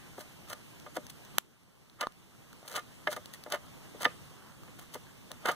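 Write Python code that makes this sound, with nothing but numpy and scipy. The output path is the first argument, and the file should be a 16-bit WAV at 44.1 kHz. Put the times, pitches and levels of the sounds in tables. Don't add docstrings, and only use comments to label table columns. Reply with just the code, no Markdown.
import sys
import numpy as np
from scipy import signal
from scipy.fft import rfft, irfft
from scipy.io import wavfile
from scipy.ndimage import uniform_filter1d, minimum_filter1d

SR = 44100
rng = np.random.default_rng(int(sys.argv[2]) if len(sys.argv) > 2 else 0)


def transcribe(signal):
    frames = np.atleast_2d(signal).T
    limited = np.clip(frames, -1, 1)
    pcm = np.round(limited * 32767).astype(np.int16)
    wavfile.write(sys.argv[1], SR, pcm)


N = 244743
SIZE = 16384
HZ, T = np.fft.rfftfreq(SIZE, 1 / SR), np.arange(SIZE) / SR

# f/Hz, level/dB per Hz
AIR_SPECTRUM = [(20, -100), (60, -87.5), (130, -76.5), (250, -82), (450, -88), (1100, -91.5), (1800, -95),
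                (2600, -92.5), (4000, -99), (8000, -101), (12000, -104.5), (15400, -105.5), (15800, -140)]
# f/Hz, weight
AIR_DRIFT = [(1500, 0.55), (6000, 0.42)]
# f/Hz, link from 0 to 1
AIR_LINK = [(40, 0.74), (150, 0.55), (400, 0.22), (1200, 1.0), (2500, 1.0), (5000, 0.65),
            (7500, 0.68), (11000, 0.23)]
# f/Hz, level/dB
AIR_BALANCE = [(300, 0.72), (4000, 0.99), (8000, 1), (13000, 2.5)]
# f/Hz, left's phase lead/rad, left over right level/dB
MIC_RESPONSE = [(0, -4.5, 0), (111, -1.53, -6), (279, 0.5, 4.5), (700, -0.23, 2.5), (1150, 0, -0.5),
                (1790, 0.38, -7.5), (2167, 2.5, -6), (2355, 3, 1), (3070, 5, 2), (3900, 7, 1.5),
                (5410, 10, 3), (6500, 13, 2.5), (7500, 15.5, 0), (9830, 20.5, 5.5), (16700, 34.5, -8)]
# t/s, level/dB, ring f/Hz, fizz level/dB against the ring
STEAM_POPS = [(0.799, -39.5, 6000, -5), (1.0671, -32, 6130, -6), (1.250, -41.5, 6000, 0.5),
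              (1.633, -46, 6000, -4), (1.898, -37.5, 3870, -7), (2.070, -11, 1130, -20),
              (2.122, -42, 5000, 0.5), (2.53, -36, 1420, -2.5), (2.629, -37.5, 680, -21),
              (3.258, -35.5, 4630, 0.5), (3.438, -34.5, 4500, -1.5), (4.634, -44.5, 1220, -1),
              (5.068, -43.5, 1620, -12), (5.3165, -31.5, 3600, 1)]
# f/Hz, level/dB
CRACK_SPECTRUM = [(50, -38), (130, -15), (220, 0), (330, 2.5), (680, 9.5), (1400, 10), (2100, 2),
                  (3100, 5.5), (4500, -5.5), (6200, 0), (8000, 6), (11500, 1.5), (15500, -10.5)]
# f/Hz, level/dB
WOOD_SPECTRUM = [(30, -48), (150, -17.5), (300, -7.5), (480, -2.5), (800, -3), (1400, -3), (2000, -8),
                 (2400, -10), (2900, -16), (3800, -24.5), (5000, -20), (9000, -56), (16000, -40)]
# f/Hz, width/Hz, level/dB over its body
POLE_NOTES = [(504.5, 27, 5), (600, 27, 11), (722, 48, 5.5), (930, 62, 3), (1218.5, 26, 10.5),
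              (1420, 63, 2.5), (1530, 51, -5), (1736, 67, 6.5), (2100, 49, 8.5), (3020, 230, 9.5),
              (3610, 210, 11.5)]
# f/Hz, level/dB
FIBRE_SPECTRUM = [(40, -52), (400, -27), (1200, -9.5), (2400, 0.5), (3300, 2.5), (4300, 1.5), (5500, -2.5),
                  (6100, 0.5), (7200, -2), (9000, -2), (12500, -4.5), (15200, -6), (16000, -27)]
# peak t/s, rise/s, wood level/dB, fibre level/dB, boosted f/Hz
BLADE_SHAVES = [(.212, .022, -50, -52, 620), (.514, .021, -44, -46, 1300), (.955, .006, -52, -50.5, 1200),
                (2.029, .017, -24, -45.5, 1220), (2.718, 0.038, -48, -46.5, 1400),
                (2.779, .03, -33, -38.5, 1260), (3.129, .015, -39.5, -39.5, 1430),
                (3.341, .004, -55, -44.5, 1880), (3.546, .021, -31, -45.5, 580),
                (4.034, .017, -38, -39, 1240), (4.83, .03, -57.5, -60, 1190),
                (4.950, .01, -48, -43.5, 1200), (5.493, .021, -26.5, -43.5, 1280),
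                (5.519, .012, -43.5, -43.5, 1430)]
# t/s, wood level/dB, fibre level/dB
BLADE_CATCHES = [(.207, -52, -45), (.531, -38, -38), (.966, -39.5, -38.5), (1.101, -66, -42.5),
                 (2.012, -26, -22.5), (2.681, -47, -38.5), (2.729, -48, -43), (2.760, -33, -29),
                 (3.165, -44, -42), (3.503, -49, -47), (3.522, -32.5, -29.5), (4.011, -38, -41.5),
                 (4.047, -43, -34), (4.791, -48.5, -47), (5.457, -25, -33), (5.472, -36, -43),
                 (5.487, -24, -38)]
# t/s, level/dB, tilt/dB per octave, boosted f/Hz, rebound's boosted f/Hz
POLE_KNOCKS = [(.1805, -38, -6, 607, 620), (.864, -41.5, -.5, 1190, 1180), (.9705, -28, -4.5, 620, 606),
               (2.651, -48.5, -3, 1210, 600), (3.073, -21.5, 2, 1650, 600), (3.1675, -34.5, -.5, 1260, 577),
               (3.4645, -39, -4, 600, 915), (3.946, -44.5, -10.5, 450, 450), (4.052, -16.3, 6, 1900, 490),
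               (4.680, -51.5, 1, 490, 490), (4.954, -36.5, -4.5, 940, 430), (5.308, -43.5, -2.5, 600, 720)]


def amp(db):
    return 10 ** (np.asarray(db) / 20)


def unit_rms(x):
    return x / np.sqrt(np.mean(x ** 2) + 1e-20)


def curve(points, hz):
    f, value = np.transpose(points)
    return np.interp(np.log(hz + 1), np.log(f + 1), value)


def add(mix, s, sound):
    start = round(s * SR)
    sound = sound[max(-start, 0):]
    part = mix[max(start, 0):][:len(sound)]
    part += sound[:len(part)]


def colour(x, db):
    cepstrum = irfft(np.log(amp(db)))
    cepstrum[1:SIZE // 2] *= 2
    cepstrum[SIZE // 2 + 1:] = 0
    return irfft(rfft(x) * np.exp(rfft(cepstrum)))


def slips(per_s, spread_db, smear):
    sizes = amp(spread_db * np.minimum(rng.exponential(1, SIZE), 3)) * rng.choice([-1, 1], SIZE)
    clicks = sizes * (rng.random(SIZE) < per_s / SR)
    return unit_rms(clicks) + smear * rng.standard_normal(SIZE)


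def rub(drive, body_db, smooth_hz=350):
    power = uniform_filter1d(abs(rfft(drive)) ** 2, size=max(int(smooth_hz / HZ[1]), 1))
    return unit_rms(colour(drive, body_db - 10 * np.log10(abs(power) + 1e-9)))


def microphones(x):
    f, lead, balance_db = np.transpose(MIC_RESPONSE)
    lead, balance_db = np.interp(HZ, f, lead), np.interp(HZ, f, balance_db)
    pair = irfft([amp(balance_db / 2), amp(-balance_db / 2) * np.exp(-1j * lead)])
    middle = SIZE // 2 + 1
    return signal.fftconvolve(x[None], np.roll(pair, middle, axis=1), axes=1)[:, middle:middle + N]


def echoes(x, db, t60, low_hz):
    taps = rng.standard_normal((2, SIZE)) * amp(-60 * T / t60) * (1 - np.exp(-T / (t60 / 20)))
    bass_cut = signal.butter(1, low_hz, "high", fs=SR, output="sos")
    taps = signal.sosfilt(bass_cut, taps / np.linalg.norm(taps[0]))
    return amp(db) * signal.fftconvolve(x[None], taps, axes=1)[:, :N]


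def air(patch_depth=2.5, swell_depth=2.0, comb_hz=2500):
    frames, hz = N // 256 + 5, np.fft.rfftfreq(1024, 1 / SR)
    a, b, c, d, patches = rng.standard_normal((5, frames, len(hz)))
    patches = unit_rms(uniform_filter1d(uniform_filter1d(patches, size=9, axis=0), size=12, axis=1))
    swell = unit_rms(uniform_filter1d(rng.standard_normal(frames), size=50))[:, None]
    alike = -np.cos(2 * np.pi * hz / comb_hz) * curve(AIR_LINK, hz)
    left = a + 1j * b
    right = alike * left + np.sqrt(1 - alike ** 2) * (c + 1j * d)
    drift_db = curve(AIR_DRIFT, hz) * (patch_depth * patches + swell_depth * swell)
    side_db = np.array([-.5, .5])[:, None, None] * curve(AIR_BALANCE, hz)
    spectra = np.array([left, right]) * amp(curve(AIR_SPECTRUM, hz) + drift_db + side_db)
    _, rush = signal.istft(spectra.swapaxes(1, 2), nperseg=1024, noverlap=768)
    return np.sqrt(SR * 3 / 2048) * rush[:, :N]


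def trousers(s=4.27, db=-61, hz=1150):
    cloth_db = -10 * np.log10(1 + (np.log2((HZ + 1) / hz) / 0.41) ** 4)
    rustle = rub(slips(per_s=600, spread_db=3, smear=0.68), cloth_db)
    out = np.zeros(N)
    add(out, s, amp(db) * rustle * signal.windows.tukey(SIZE, .7))
    return out


def pop(db, ring_hz, t60, fizz_db, fizz_s=0.0016, snap_db=-9, snap_hz=3700, soft_hz=9000):
    t = T[:SIZE // 8]
    ring = np.sin(2 * np.pi * ring_hz * t) * amp(-60 * t / t60)
    snap = np.sin(2 * np.pi * snap_hz * t) * np.exp(-t / 0.00035)
    fizz = rng.standard_normal(len(t)) * np.exp(-t / fizz_s)
    burst = ring + amp(snap_db) * snap + amp(fizz_db) * fizz
    return amp(db) * signal.lfilter(*signal.butter(1, soft_hz, fs=SR), burst)


def crack(energy_db=16, gap_s=0.0001116, second_db=-5, spit_db=-38, spit_s=0.00098):
    spit = amp(spit_db) * rng.standard_normal(SIZE) * np.exp(-T / spit_s)
    snaps = irfft(1 - amp(second_db) * np.exp(-2j * np.pi * HZ * gap_s))
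    sound = colour(snaps + spit, curve(CRACK_SPECTRUM, HZ))
    return amp(energy_db) * sound / np.linalg.norm(sound)


def fire(ticks=60, faint_db=-56):
    out = np.zeros(N)
    add(out, 1.3837, crack())
    for s, db, hz, fizz_db in STEAM_POPS:
        t60 = 0.0089 * (hz / 1000) ** -0.74
        add(out, s, pop(db, hz, t60, fizz_db))
    for when, size, pitch in rng.random((ticks, 3)):
        add(out, when * N / SR, pop(faint_db + 11 * size ** 2, 900 * 8 ** pitch, t60=.003, fizz_db=-20))
    return out


def bite(mix, s, rise_s, fall_s, wood_db, fibre_db, tilt, pitch_hz, early_s=0):
    peak_s = SIZE // 3 / SR
    t = T - peak_s
    force = np.exp(-np.maximum(-t / rise_s, t / fall_s) ** 1.27)
    tear = np.exp(-np.maximum(-(t + early_s) / rise_s, (t + early_s) / (0.85 * fall_s)) ** 1.32)
    notes = sum(amp(db) ** 2 / (1 + (2 * (HZ - hz) / width) ** 2) for hz, width, db in POLE_NOTES)
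    pole_db = curve(WOOD_SPECTRUM, HZ) + 10 * np.log10(1 + notes)
    pole_db += tilt * np.log2(np.clip(HZ, 250, 2500))
    boost_db = 6 * np.exp(-(np.log2((HZ + 1) / pitch_hz) / 0.18) ** 2)
    wood = rub(force * slips(per_s=1500, spread_db=3, smear=0.35), pole_db + boost_db)
    coarse_db = 0.23 * (fibre_db + 39.5) * np.log2(np.maximum(HZ, 3000))
    hiss_db = curve(FIBRE_SPECTRUM, HZ) - coarse_db + boost_db
    fibre = rub(tear * slips(per_s=900, spread_db=5.3, smear=0.35), hiss_db, smooth_hz=1220)
    sound = amp(wood_db) * wood + amp(fibre_db) * fibre
    add(mix, s - peak_s, sound * np.sqrt(np.mean(force ** 2)))


def knife(knock_rise_s=.0018, knock_fibre_db=-29, rebound_s=.0075):
    out = np.zeros(N)
    for s, rise_s, wood_db, fibre_db, hz in BLADE_SHAVES:
        bite(out, s, rise_s, .014, wood_db, fibre_db, tilt=.3, pitch_hz=hz, early_s=.0038)
    for s, wood_db, fibre_db in BLADE_CATCHES:
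        bite(out, s, .0025, .0051, wood_db, fibre_db, tilt=-1, pitch_hz=1450)
    for s, db, tilt, hz, back_hz in POLE_KNOCKS:
        bite(out, s, knock_rise_s, .0046, db, db + knock_fibre_db, tilt, hz)
        back_db = db - 5 - .9 * max(tilt, 0)
        bite(out, s + rebound_s, knock_rise_s, .0072, back_db, back_db + knock_fibre_db,
             tilt=min(tilt, 0) - 5, pitch_hz=back_hz)
    return out


def scene():
    blade, pops = knife(), fire()
    close = echoes(blade, db=-7.5, t60=0.015, low_hz=2570) + echoes(pops, db=-18, t60=0.0076, low_hz=900)
    trees = echoes(blade, db=-20.5, t60=0.24, low_hz=400) + echoes(pops, db=-31, t60=0.12, low_hz=400)
    return microphones(blade + pops + trousers()) + close + trees + air()


def record(dry, ceiling_db=1.1, recovery_db_per_s=6.5, top_hz=15900):
    peak_db = 20 * np.log10(abs(dry).max(0) + 1e-9)
    recovery_db = np.arange(N) / SR * recovery_db_per_s
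    held_db = np.maximum.accumulate(peak_db + recovery_db) - recovery_db
    over_db = np.maximum(held_db - ceiling_db, 0)
    gain_db = uniform_filter1d(minimum_filter1d(-over_db, size=65), size=65)
    squashed = np.tanh(dry * amp(gain_db))
    treble_cut = signal.firwin(255, top_hz, window=("kaiser", 9), fs=SR)
    return signal.oaconvolve(squashed, treble_cut[None], "same")


dry = scene()
out = record(dry)
transcribe(out)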